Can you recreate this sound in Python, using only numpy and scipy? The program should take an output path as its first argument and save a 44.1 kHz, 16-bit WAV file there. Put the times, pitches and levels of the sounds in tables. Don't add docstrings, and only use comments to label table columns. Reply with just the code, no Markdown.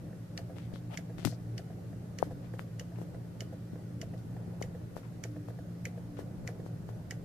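import sys
import numpy as np
from scipy import signal
from scipy.io import wavfile
from scipy.ndimage import uniform_filter1d

SR = 44100
rng = np.random.default_rng(int(sys.argv[2]) if len(sys.argv) > 2 else 0)


def pcm_store(signal):
    levels = np.round(np.clip(np.atleast_2d(signal), -1, 1) * 32767)
    wavfile.write(sys.argv[1], SR, levels.astype(np.int16).T)


def level_to_linear(level):
    exponent = np.asarray(level, float) / 20
    return 10 ** exponent


N = 319284

# (time [s], peak level [dB], left-right [dB], 3 kHz ring [dB], 4.5 kHz ring [dB])
CRANK_SNAPS = [(0.3754, -28, 0.5, 0.5, 14), (0.9729, -22, 0, -6.5, 1), (1.5788, -33.5, 3.5, 3.5, 14),
               (2.186, -29.5, 1, -0.5, 6.5), (2.7947, -32.5, 1, 5, 9), (3.405, -30.5, -1.5, 6, 8),
               (4.014, -31.5, 3, 1.5, 7.5), (4.6236, -25, 2, -5, 2), (5.237, -27, -3.5, -6, 5.5),
               (5.853, -20.5, 0.5, -11, -4), (6.4745, -25, 6.5, -16, -1), (7.108, -23.5, -1.5, -4.5, -2)]


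def evened(x):
    return x / np.sqrt(np.mean(x ** 2) + 1e-20)


def peaked(x):
    return x / abs(x).max()


def read(points, hz):
    f, value = np.transpose(points)
    return np.interp(np.log(hz + 1), np.log(f + 1), value)


def add(mix, s, sound):
    part = mix[:, round(s * SR):][:, :sound.shape[1]]
    part += sound[:, :part.shape[1]]


def ring(hz, t60, size=3000):
    t = np.arange(size) / SR
    swing_up = 1 - np.exp(-t * hz / 1.08)
    return level_to_linear(-60 * t / t60) * swing_up * np.sin(2 * np.pi * hz * t)


def band(x, hz, width):
    return signal.lfilter(*signal.iirpeak(hz, hz / width, SR), x)


def drift(rate):
    t = np.arange(0, N + 400, 400) / SR
    slow = sum(np.sin(2 * np.pi * (f * t + rng.random())) / np.sqrt(f)
               for f in np.geomspace(rate / 10, rate, 20))
    return np.interp(np.arange(N) / SR, t, evened(slow))


def noise(spectrum, likeness, patchy_db):
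    hz = np.fft.rfftfreq(2048, 1 / SR)
    a, b, c, d, patches = rng.standard_normal((N // 512 + 5, 1025, 5)).T
    patches = uniform_filter1d(patches, size=14, axis=0)
    patches = evened(uniform_filter1d(patches, size=6, axis=1))
    shared = np.clip(read(likeness, hz), -1, 1)[:, None]
    left = a + 1j * b
    right = shared * left + np.sqrt(1 - shared ** 2) * (c + 1j * d)
    z = np.array([left, right]) * level_to_linear(read(spectrum, hz)[:, None] + patchy_db * patches)
    return evened(signal.istft(z, nperseg=2048, noverlap=1536)[1][:, :N])


def ticks():
    # (frequency [Hz], t60 [s], left level [dB], right level [dB])
    lid_modes = [(1810, 0.027, -71, -10.5), (2000, 0.012, -2, -18), (2194, 0.0077, -12.5, -1),
                 (2850, 0.0094, -13, -10), (2915, 0.02, -5, -15.5), (3780, 0.011, -40, -18),
                 (4550, 0.01, -13, -29), (4940, 0.014, -15.5, -33.5), (5540, 0.0045, -8, -11),
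                 (5940, 0.0022, -24, 2.5), (6460, 0.0035, -48, -3.5), (6820, 0.0027, -45, -17),
                 (9670, 0.0067, -22, -14.5), (11250, 0.0055, -25, -13.5), (13200, .003, -30, -13)]
    soft_tick_db = -32
    soft_treble_db, treble_loss = 0.34, 0.82
    out, t = np.zeros((2, N)), np.arange(900) / SR
    first_hit = (t / 0.0006) ** 2 * np.exp(-t / 0.00058)
    bounce = 0.081 * np.exp(-((t - .0065) / 0.00075) ** 2)
    buzz = 0.052 * np.exp(-t / 0.026)
    for s, db, pan_db, middle_db, upper_db in CRANK_SNAPS:
        treble_db = soft_treble_db - treble_loss * (db - soft_tick_db)
        contacts = rng.standard_normal(900) * (rng.random(900) < .6)
        chatter = contacts * (first_hit + bounce + buzz)
        detune = rng.uniform(1.0, 1.015, len(lid_modes))
        sound = np.zeros((2, 3899))
        for (hz, t60, left, right), k in zip(lid_modes, detune):
            struck = signal.fftconvolve(ring(hz * k, t60), chatter)
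            colour_db = treble_db * (hz > 5100)
            colour_db += middle_db * (2500 < hz < 3500) + upper_db * (3500 < hz < 5100)
            sound += level_to_linear(np.array([[left], [right]]) + colour_db) * struck / np.linalg.norm(struck)
        add(out, s, level_to_linear(db + 8 + np.array([[.5], [-.5]]) * pan_db) * sound)
    return signal.sosfilt(signal.butter(6, 1400, "highpass", fs=SR, output="sos"), out)


def strokes():
    # (delay after tick [s], peak level [dB], lid ring [dB], contact [s])
    turn_bumps = [
        (.0125, -42, -20, .0065),
        (.12, -44.5, -23, .016),
        (.35, -45, -20, 0.0064),
    ]
    # (top of stroke [dB], fall [dB], return [dB])
    firmness = [(0, 0, -1.5), (-1.5, 0.5, -7), (-1.5, 0, 2.5), (-1, -2, -3), (-2.5, 1.5, 3),
                (-0.5, -4.5, 1.5), (-0.5, 0.5, -0.5), (2, 1, 0.5), (0, 2, -0.5), (2, 2.5, 1), (-1, 1, -2),
                (2, 1, -9), (-2.5, -10, 0)]
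    # (time [s], peak level [dB], lid ring [dB], contact [s])
    stray = (5.5, -44, -21, .01)
    uneven_lid_db = 2
    turn_starts = [-.222] + [row[0] for row in CRANK_SNAPS]
    rows = [stray]
    for start, landing in zip(turn_starts, firmness):
        scatter = rng.standard_normal(3).clip(-2, 2)
        for (delay, db, lid_db, contact), firm_db, a in zip(turn_bumps, landing, scatter):
            rows.append((start + delay, db + firm_db, lid_db + uneven_lid_db * a, contact))
    return [row for row in rows if 0 < row[0] < N / SR]


def bumps():
    # (frequency [Hz], t60 [s], level [dB])
    can_modes = [(500, 0.028, 20), (644, 0.024, 17), (970, 0.0059, -21)]
    # (frequency [Hz], t60 [s], level [dB])
    tapped_modes = [(1700, 0.0083, 36), (2080, 0.0093, -44.5)]
    out, t = np.zeros((2, N)), np.arange(1500) / SR
    can = sum(level_to_linear(db) * ring(hz, t60) for hz, t60, db in can_modes)
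    lid = sum(level_to_linear(db) * ring(hz, t60) for hz, t60, db in tapped_modes)
    for s, db, lid_db, contact in strokes():
        onset = np.clip(t / 0.00048, 0, 1)
        rub = rng.standard_normal(1500) * onset * np.exp(-(t / contact) ** 2)
        tap = rng.standard_normal(1500) * np.exp(-((t - 0.4 * contact) / 0.0026) ** 2)
        low = peaked(signal.fftconvolve(rub, can)) * level_to_linear([[-.5], [.5]])
        high = peaked(signal.fftconvolve(tap, lid)) * level_to_linear([[-2], [2]])
        add(out, s, level_to_linear(db + 2.0) * (low + level_to_linear(lid_db + 8.0) * high))
    return out


def kitchen(x):
    t = np.arange(8000) / SR
    sparse = rng.choice([-1., 1.], (2, 8000)) * (rng.random((2, 8000)) < .05)
    taps = sparse * level_to_linear(-60 * t / 0.26) * (t > .003)
    return signal.fftconvolve(x.mean(0)[None], taps / np.linalg.norm(taps[0]), axes=1)[:, :N]


def pushes():
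    # (time [s], peak level [dB], first pitch [Hz], cycles, pressed 1 or let go -1)
    creaks = [(0.5674, -32, 450, 0.48, -1), (0.7374, -25, 270, 0.33, -1), (0.7597, -40, 810, 0.95, 1),
              (1.1905, -29, 350, 0.71, -1), (1.2308, -32, 300, 0.58, -1), (2.23, -31.5, 435, 2.2, 1),
              (2.232, -25, 252, 0.77, -1), (2.2714, -33, 402, 1.3, -1), (2.5407, -30.5, 405, 0.4, 1),
              (2.594, -20, 1350, 0.26, 1), (2.987, -29.5, 500, 0.71, 1), (3.016, -27, 566, 0.69, 1),
              (3.7332, -27.5, 277, 0.67, -1), (4.478, -32, 400, 0.94, -1), (4.816, -36, 550, 0.39, 1),
              (4.9666, -22, 646, 0.44, -1), (5.4857, -29, 685, 0.85, 1), (6.1909, -23.5, 590, 0.92, 1),
              (6.45, -32.5, 460, 0.6, -1), (6.6634, -28, 542, 0.4, -1), (6.8904, -28.5, 650, 0.53, 1)]
    # (time [s], peak level [dB], first pitch [Hz], cycles, pressed 1 or let go -1)
    fingertip = [
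        (2.2267, -7.5, 860, 0.4, 1),
        (4.6149, -21.5, 605, 0.27, 1),
    ]
    creak_soft, thump_soft = 0.13, 2.07
    out, t = np.zeros((2, N)), np.arange(1200) / SR
    rows = [(*row, creak_soft) for row in creaks] + [(*row, thump_soft) for row in fingertip]
    for s, db, hz, cycles, way, soft in rows:
        u = t * hz / cycles
        swing = np.sin(np.pi * (2 * hz * t) ** 0.82)
        skin = signal.butter(3, 2.44 * hz, fs=SR)
        push = signal.lfilter(*skin, u ** soft * np.exp(-u) * swing)
        add(out, s - .0002, level_to_linear(db) * way * peaked(push) * level_to_linear([[0], [-30]]))
    return out


def slips():
    # (time [s], peak level [dB], width [ms], direction)
    single = [(.5848, -27, 0.096, 1), (.7593, -28, 0.16, 1), (.9435, -28, 0.21, 1),
              (1.1835, -26.5, 0.11, -1), (1.2499, -11.5, 0.2, -1), (1.2514, -5.5, 0.028, -1),
              (1.2528, -17, 0.027, -1), (1.2736, -16.5, 0.27, -1)]
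    # (start [s], slips, spacing [s], first level [dB], width [ms])
    runs = [
        (1.1932, 4, .0127, -32, .14),
        (1.2548, 8, .004, -18, 0.038),
    ]
    fade_db = -1.5
    rows = list(single)
    for start, count, spacing, db, width in runs:
        for k, (a, b, c) in enumerate(rng.uniform(-1.2, 1, (count, 3))):
            s = start + spacing * (k + .4 * a)
            rows.append((s, db + fade_db * k + 3 * b, width * 1.7 ** c, -1))
    return rows


def snaps():
    out, t = np.zeros((2, N)), np.arange(1200) / SR
    for s, db, width, way in slips():
        u = (t - .001) / (width * 0.00073)
        spike = np.exp(-abs(u)) - 0.06 * np.exp(-abs(u - 4) / 5)
        add(out, s - .001, level_to_linear(db) * way * spike * level_to_linear([[0], [-26]]))
    return out


def shakes():
    # (time [s], level [dB])
    blows = [
        (1.2524, -29),
        (1.255, -15.5),
        (1.2725, -20),
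    ]
    # (frequency [Hz], t60 [s], level [dB])
    phone_modes = [(60, 0.078, -27), (145, 0.054, 4.5), (212, 0.091, -9.5), (250, 0.03, 6)]
    out = np.zeros((2, N))
    body = peaked(sum(level_to_linear(db) * ring(hz, t60, size=6000) for hz, t60, db in phone_modes))
    for s, db in blows:
        add(out, s, level_to_linear(db) * body * level_to_linear([[0], [-22]]))
    return out


def rubs():
    # (start [s], length [s], level [dB], centre [Hz], change to the end [dB])
    skin = [(0.559, 0.12, -64.5, 2200, -6), (1.176, 0.12, -63, 2930, 2), (1.248, 0.035, -54, 1900, -17),
            (1.248, 0.075, -49, 8000, -17), (2.422, .054, -68.5, 1440, 4), (2.956, .066, -67.5, 1500, -4),
            (4.174, .027, -70.5, 4080, 5), (5.03, 0.065, -60, 970, -13), (6.168, 0.043, -60, 1500, -13)]
    # (start [s], length [s], level [dB], centre [Hz], change to the end [dB])
    nail = [(.735, 0.063, -65.5, 3500, -2.5), (.905, 0.059, -66, 2600, 12), (0.897, 0.06, -60, 750, 10.5),
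            (1.255, 0.11, -50.5, 4900, -17.5), (.717, 0.014, -51, 590, -3)]
    skin_width, nail_width = 1.4, 0.66
    pan_db = np.array([[.5], [-.5]]) * 12
    out = np.zeros((2, N))
    rows = [(*row, skin_width) for row in skin] + [(*row, nail_width) for row in nail]
    for start, length, db, hz, fade_db, share in rows:
        size, width = round(length * SR), share * hz
        clumps = np.repeat(rng.exponential(1, 150).clip(0, 4), 40)
        grains = rng.standard_normal((2, 6000)) * level_to_linear(2.6 * clumps)
        rub = evened(band(band(grains, hz, width), hz, width))[:, :size]
        rise = np.clip(np.arange(size) / 90, 0, 1)
        fall = np.sqrt(np.clip(np.arange(size)[::-1] / 900, 0, 1))
        add(out, start, level_to_linear(db + fade_db * np.linspace(0, 1, size) + pan_db) * rub * rise * fall)
    return out


def fridge():
    tone_hz = [110.885, 115.68, 119.97, 203.5, 221.8, 231.3, 240, 289.1, 297.8]
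    # (rms level [dB], waver [dB])
    tone_levels = [(-50.5, 2), (-54.5, 4), (-50, 1.5), (-65.5, 6), (-66, -5), (-69.5, 0), (-70.5, 2),
                   (-72.5, -8.5), (-72.5, 9)]
    # (frequency [Hz], width [Hz], level [dB])
    cabinet = [(94.9, 4.6, -58), (155.7, 12, -55.5), (294.6, 63, -59), (1473, 22, -82), (1873, 1060, -82)]
    # (frequency [Hz], level per Hz [dB])
    air_colour = [(15, -60), (25, -14), (36, -5.5), (52, -6), (80, -5), (118, 0.5), (190, -3.5),
                  (257, -11.5), (330, -11), (549, -12.5), (680, -17), (842, -22.5), (1300, -33.5),
                  (2600, -48), (5000, -100)]
    # (frequency [Hz], left-right likeness)
    air_likeness = [(30, .3), (50, 0.22), (75, 1), (150, 0.72), (380, 0.7), (950, 0.086), (2400, .06),
                    (15000, .07)]
    beat_s = 2.976
    fan_hz, fan_db, fan_waver_db = 173.49, -48.5, 1.3
    air_db, swell_db = -48.5, .9
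    t = np.arange(N) / SR
    tones = np.zeros(N)
    for hz, (db, waver_db) in zip(tone_hz, tone_levels):
        tones += level_to_linear(db + waver_db * drift(4.2)) * np.cos(2 * np.pi * hz * (t - beat_s))
    tones += level_to_linear(fan_db + fan_waver_db * drift(5.5)) * np.sin(2 * np.pi * fan_hz * t)
    drone = np.zeros(N)
    for hz, width, db in cabinet:
        drone += level_to_linear(db) * evened(band(band(rng.standard_normal(N), hz, width), hz, width))
    air = level_to_linear(air_db + swell_db * drift(3.2)) * noise(air_colour, air_likeness, 1.95)
    return np.sqrt(2) * tones + drone + air


def microphone_hiss(dry):
    # (frequency [Hz], level per Hz [dB])
    hiss_colour = [(590, -3.5), (1000, -15.5), (1160, -7.5), (1480, -8), (1970, -10), (2130, -13.5),
                   (2940, -15.5), (3400, -17), (4800, -16.5), (8110, -20), (14300, -21.5)]
    hiss_db = -67
    sharp = signal.sosfilt(signal.butter(2, 700, "highpass", fs=SR, output="sos"), dry)
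    power = uniform_filter1d((sharp ** 2).max(0), size=600)
    power_db = 10 * np.log10(abs(power) + 1e-12)
    fall = np.arange(N) * 280.0 / SR
    held_db = np.maximum.accumulate(np.clip(power_db + 55.0, 0, 12.0) + fall) - fall
    gain = level_to_linear(hiss_db + 5.0 + 0.77 * uniform_filter1d(held_db, size=450))
    return gain * noise(hiss_colour, [(20, 0.02), (20000, 0.017)], 1.0)


def scene():
    engine = ticks() + bumps()
    hand = pushes() + snaps() + shakes() + rubs()
    return engine + level_to_linear(-15.5) * kitchen(engine) + hand + fridge()


def roll_off(x):
    return signal.sosfilt(signal.butter(12, 15800, fs=SR, output="sos"), x)


def record(dry):
    edge = signal.firwin(101, 14620, fs=SR)[None]
    heard = signal.oaconvolve(dry + microphone_hiss(dry), edge, "same")
    return roll_off(heard)


dry = scene()
out = record(dry)
pcm_store(out)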